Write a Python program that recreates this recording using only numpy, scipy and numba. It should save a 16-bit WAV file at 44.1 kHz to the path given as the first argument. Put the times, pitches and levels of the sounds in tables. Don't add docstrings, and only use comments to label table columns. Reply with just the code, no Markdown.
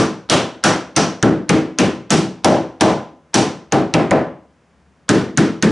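import sys
import numpy as np
from scipy import signal
from scipy.fft import rfft, irfft, next_fast_len
from scipy.io import wavfile
from scipy.ndimage import map_coordinates
from numba import njit

SR = 44100
rng = np.random.default_rng(int(sys.argv[2]) if len(sys.argv) > 2 else 0)


def output_pcm(signal):
    pcm = np.clip(np.atleast_2d(signal).T, -1, 1) * 32767
    wavfile.write(sys.argv[1], SR, np.round(pcm).astype(np.int16))


def nominal_scale(level):
    x = np.asarray(level, float) / 20
    return 10 ** x


N = 251811

# (time [s], hull boom [dB], plank knock [dB], sharpness of the steel edge [dB],
# pitch of the loose plank under the spot [Hz])
BLOWS = [(0.2981, 4.5, 9.5, 16, 3100), (0.6383, 3, 7, 14, 1500), (0.9629, 2, 5, 11, 5560),
         (1.2267, 8, 3.5, -1, 1602), (1.4924, 6.5, 3, 5, 2280), (1.7864, 5, 2, 7.5, 2540),
         (2.1048, 6, 0, 14.5, 783), (2.4451, 8.5, 12, 9.5, 800), (2.809, 8, 11.5, 10.5, 850),
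         (3.342, 5, 3, 15, 754), (3.7221, 4.5, 4, 0, 783), (3.9384, 5.5, 7, -0.5, 2480),
         (4.1089, 3.5, 10, -6, 2020), (5.0908, 8.5, 2.5, 9, 1650), (5.3737, 5.5, -1.5, 5.5, 1565),
         (5.6247, 5.5, -2.5, 4.5, 1660)]
# (frequency [Hz], rise time [s])
RISE = [(100, 0.0067), (400, 0.015), (1500, 0.0019), (6000, 0.00033)]
EDGE_GROWS = 0.16


def unit(x):
    return x / np.sqrt(np.mean(x ** 2) + 1e-20)


def along(points, hz):
    f, v = np.transpose(points)
    return np.interp(np.log(hz + 1), np.log(f + 1), v)


def filtered(x, response):
    m = next_fast_len(x.shape[-1] + 4096)
    spectrum = rfft(x, m) * response(np.fft.rfftfreq(m, 1 / SR))
    return irfft(spectrum, m)[..., :x.shape[-1]]


def spread(pair):
    # (frequency [Hz], correlation [0 to 1])
    alike = [(30, .55), (70, .945), (150, .978), (500, .98), (1000, .966), (2000, .94), (8000, .91)]

    def shares(hz):
        turn = np.arccos(np.clip(along(alike, hz), 0, 1)) / 2
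        return np.array([np.cos(turn), np.sin(turn)])

    mid, side = filtered(pair, shares)
    return np.array([mid + side, mid - side])


def shop():
    # (frequency [Hz], level [dB per Hz])
    air_colour = [(15, -40), (30, -25), (50, -26.5), (68, 3.5), (105, -15.5), (155, -1.5), (300, -12.5),
                  (800, -16.5), (1500, -20.5), (2200, -24.5), (4000, -33.5), (6200, -34), (10600, -44),
                  (11500, -60)]
    drift = map_coordinates(rng.standard_normal(60), [np.arange(N) * 7 / SR])
    air = filtered(rng.standard_normal((2, N)), lambda hz: nominal_scale(along(air_colour, hz)))
    return nominal_scale(-55.5 + 1.2 * drift) * spread(unit(air))


def block(knock_db, sharp_db):
    return -0.67 + 0.34 * knock_db + 0.35 * sharp_db


def reach(hz, boom_db, knock_db, sharp_db, plank_hz):
    block_db = block(knock_db, sharp_db)
    slope = [(120, boom_db + 0.34),
             (220, boom_db + 0.97 - 0.27 * knock_db),
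             (320, boom_db), (430, boom_db), (580, knock_db), (1700, block_db),
             (2500, 0.46 * (block_db + sharp_db) - 0.94),
             (5500, sharp_db), (9000, (1 + EDGE_GROWS) * sharp_db - 1.5)]
    head = 0.089 * sharp_db * np.exp(-(np.log((hz + 1) / 5790) / 0.08) ** 2)
    loose_plank = 4 * np.exp(-(np.log((hz + 1) / plank_hz) / 0.29) ** 2)
    return along(slope, hz) + head + loose_plank


def crack(t, block_db, edge_db):
    # (frequency [Hz], level [dB])
    grit_colour = [(200, -24), (1000, -10), (2500, 2.5), (4200, 2.5), (6000, 6.5), (8500, -5.5),
                   (11000, -10)]
    # (frequency [Hz], level [dB], time to fall 60 dB [s])
    face = [(1710, -7, 0.0047), (2770, -19, 0.0028), (6040, 0, 0.0029), (8540, -8.5, .004)]
    tilt = [(1700, block_db), (2800, 0.00086), (6500, 0.008), (8500, edge_db)]

    burst = 0
    for start, db, t60 in [(0, 18.5, 0.0038), (0.002, -10, 0.015)]:  # s, dB, s
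        burst = burst + nominal_scale(db - 60 * np.abs(t - start) / t60) * (t >= start)
    noise = burst * rng.standard_normal((2, len(t)))
    grit = filtered(noise, lambda hz: nominal_scale(along(grit_colour, hz) + along(tilt, hz)))

    hz, db, t60 = np.transpose(face)[:, :, None]
    luck = rng.standard_normal((2, len(hz), 3))
    level = nominal_scale(db + along(tilt, hz) + 2 * luck[..., :1] - 60 * t / t60)
    pitch = hz * (1 + 0.075 * luck[..., 1:2])
    cycles = np.sum(level * np.sin(2 * np.pi * (pitch * t + luck[..., 2:])), axis=1)

    onset = (1 - np.exp(-t / 0.00024)) ** 2
    x = (cycles + nominal_scale(0.5) * grit / np.abs(grit[0]).max()) * onset
    return x + nominal_scale(-8.5) * np.roll(x, round(0.003 * SR), axis=1)


def plank(t, plank_hz, block_db):
    # (share of the plank's pitch [ratio], level [dB], time to fall 60 dB [s])
    tones = [(.93, -12.5, 0.052), (1.01, -9, 0.043), (1.08, -10, 0.037)]
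    share, db, t60 = np.transpose(tones)[:, :, None]
    turn = np.array([[[0]], [[0.25]]])
    off_pitch_db = 7 * abs(np.log2(plank_hz / 1600))
    level = nominal_scale(db + block_db - off_pitch_db - 60 * t / t60)
    tone = np.sin(2 * np.pi * (share * plank_hz * t + turn * share))
    return np.sum(level * tone, axis=1) * (1 - np.exp(-t / 0.0015))


def hull(t, drive):
    # (frequency [Hz], level [dB], time to fall 60 dB [s])
    modes = [(113, -14, 0.4), (159.2, -2.5, 0.37), (185.8, -7.5, 0.5), (210.8, -1.5, 0.34),
             (256.8, -10, 0.57), (324, 0, .45), (388.5, -4, 0.35), (435, -5, 0.37), (509, -9.5, 0.43),
             (560, -9, 0.37), (622, -4.5, 0.33), (681, -8.5, 0.35), (783, -5.5, 0.29), (1022, -16, 0.49),
             (1326, -12.5, .35), (1534, -13.5, 0.15), (914, -31.5, 0.089), (1185, -17, 0.36),
             (1743, -16, 0.31), (2970, -23.5, 0.1), (3380, -27, 0.1)]
    hz, db, t60 = np.transpose(modes)[:, :, None]
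    luck = rng.standard_normal((2, len(modes), 3))
    hz = hz * (1 + 0.0077 * luck[..., :1])
    level = nominal_scale(db + drive(hz) + 2.4 * luck[..., 1:2] - 60 * t / t60)
    rise = 1 - np.exp(-t / (1.4 * along(RISE, hz)))
    return np.sum(level * rise ** 2 * np.sin(2 * np.pi * (hz * t + luck[..., 2:])), axis=1)


def ring(t, drive):
    # (frequency [Hz], level [dB per Hz])
    ring_colour = [(20, -63), (60, -27.5), (105, -9.5), (160, -3.5), (320, -1.5), (480, -7), (700, -11),
                   (1300, -18), (2400, -23), (3300, -27.5), (4700, -30), (5800, -34), (7200, -35),
                   (11000, -45.5)]
    # (frequency [Hz], time to fall 60 dB [s])
    ring_t60 = [(80, 0.51), (250, 0.44), (800, 0.45), (2500, 0.41), (6000, 0.37), (10500, .3)]
    # (frequency [Hz], width [Hz], level [dB])
    resonances = [(1440, 430, 2.5), (3160, 860, 2.5), (5830, 700, 4.5), (8300, 700, 1)]
    sing = 1 + 0.24 * rng.standard_normal(len(resonances))

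    def colour(hz):
        db = along(ring_colour, hz)
        for strength, (centre, width, peak_db) in zip(sing, resonances):
            db = db + strength * peak_db / (1 + (2 * (hz - centre) / width) ** 2)
        return nominal_scale(db)

    noise = unit(filtered(rng.standard_normal((2, len(t))), colour))
    driven = filtered(noise, lambda hz: nominal_scale(drive(hz)))
    hz, s, z = signal.stft(driven, SR, nperseg=256, noverlap=224)
    rise = 1 - np.exp(-s / along(RISE, hz)[:, None])
    fade = nominal_scale(-60 * s / along(ring_t60, hz)[:, None])
    return signal.istft(z * rise * fade, SR, nperseg=256, noverlap=224)[1][:, :len(t)]


def hammer():
    # (time [s], hull boom [dB], plank knock [dB], sharpness [dB], plank pitch [Hz])
    earlier = [(-0.047, 4.4, 3.5, 11.4, 1200)]
    out = np.zeros((2, N + 2 * SR))
    t = np.arange(SR * 3 // 4) / SR
    for s, boom_db, knock_db, sharp_db, plank_hz in list(earlier) + list(BLOWS):
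        drive = lambda hz: reach(hz, boom_db, knock_db, sharp_db, plank_hz)
        block_db = block(knock_db, sharp_db)
        square_db = 0.4 * (block_db - sharp_db)
        blow = nominal_scale(2 + 0.7 * sharp_db) * crack(t, square_db, -1.5 + EDGE_GROWS * sharp_db)
        blow = blow + plank(t, plank_hz, block_db)
        blow = blow + nominal_scale(-14.5) * hull(t, drive) + nominal_scale(-9.5) * ring(t, drive)
        out[:, round((s + 1.0004) * SR):][:, :len(t)] += spread(blow)
    return out[:, SR:SR + N]


def leading_hiss():
    # (frequency [Hz], level [dB])
    hiss_colour = [(100, -12.5), (500, 3), (1600, -2), (2600, -6.5), (4200, -5.5), (6200, -16), (6900, -26),
                   (11000, -32)]
    t = np.arange(N) / SR
    gate = np.zeros(N)
    for s, _, _, sharp_db, _ in BLOWS:
        fade_in = np.clip((t - s + 0.01) / 0.003, 0, 1)
        swell = 1 + 1.5 * np.clip((t - s) / 0.003 + 1, 0, 1)
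        gate += nominal_scale(-43 + 0.51 * sharp_db) * fade_in * swell * (t < s + 0.003)
    hiss = filtered(rng.standard_normal((2, N)), lambda hz: nominal_scale(along(hiss_colour, hz)))
    return gate * spread(unit(hiss))


def scene():
    return shop() + hammer()


@njit
def follow(size, catch, let_go):
    held, now = np.empty_like(size), 0.
    for i in range(len(size)):
        now += (size[i] - now) * (catch if size[i] > now else let_go)
        held[i] = now
    return held


def limiter(x, top_db, attack, release, knee):
    held = follow(np.abs(x).max(axis=0), min(1, 1 / (attack * SR)), 1 / (release * SR))
    x = x / (1 + (held / nominal_scale(top_db)) ** knee) ** (1 / knee)
    return x / (1 + np.abs(x / 0.8) ** 5) ** (1 / 5)


def low_pass(x):
    return signal.sosfilt(signal.butter(12, 12170, fs=SR, output="sos"), x)


def record(dry):
    # (frequency [Hz], level difference [dB])
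    lean = [(30, 1.2), (80, 2), (200, 1.6), (500, .6), (1000, .5), (2000, -.1), (8000, .4)]
    x = filtered(dry, lambda hz: nominal_scale(along(lean, hz) * np.array([[0.5], [-0.5]])))
    x = limiter(x, top_db=-3.5, attack=0.0002, release=0.021, knee=6.9)
    x = x + leading_hiss()
    x = filtered(x, lambda hz: 1 / (1 + (hz / 11110) ** 120))
    return low_pass(x)


dry = scene()
out = record(dry)
output_pcm(out)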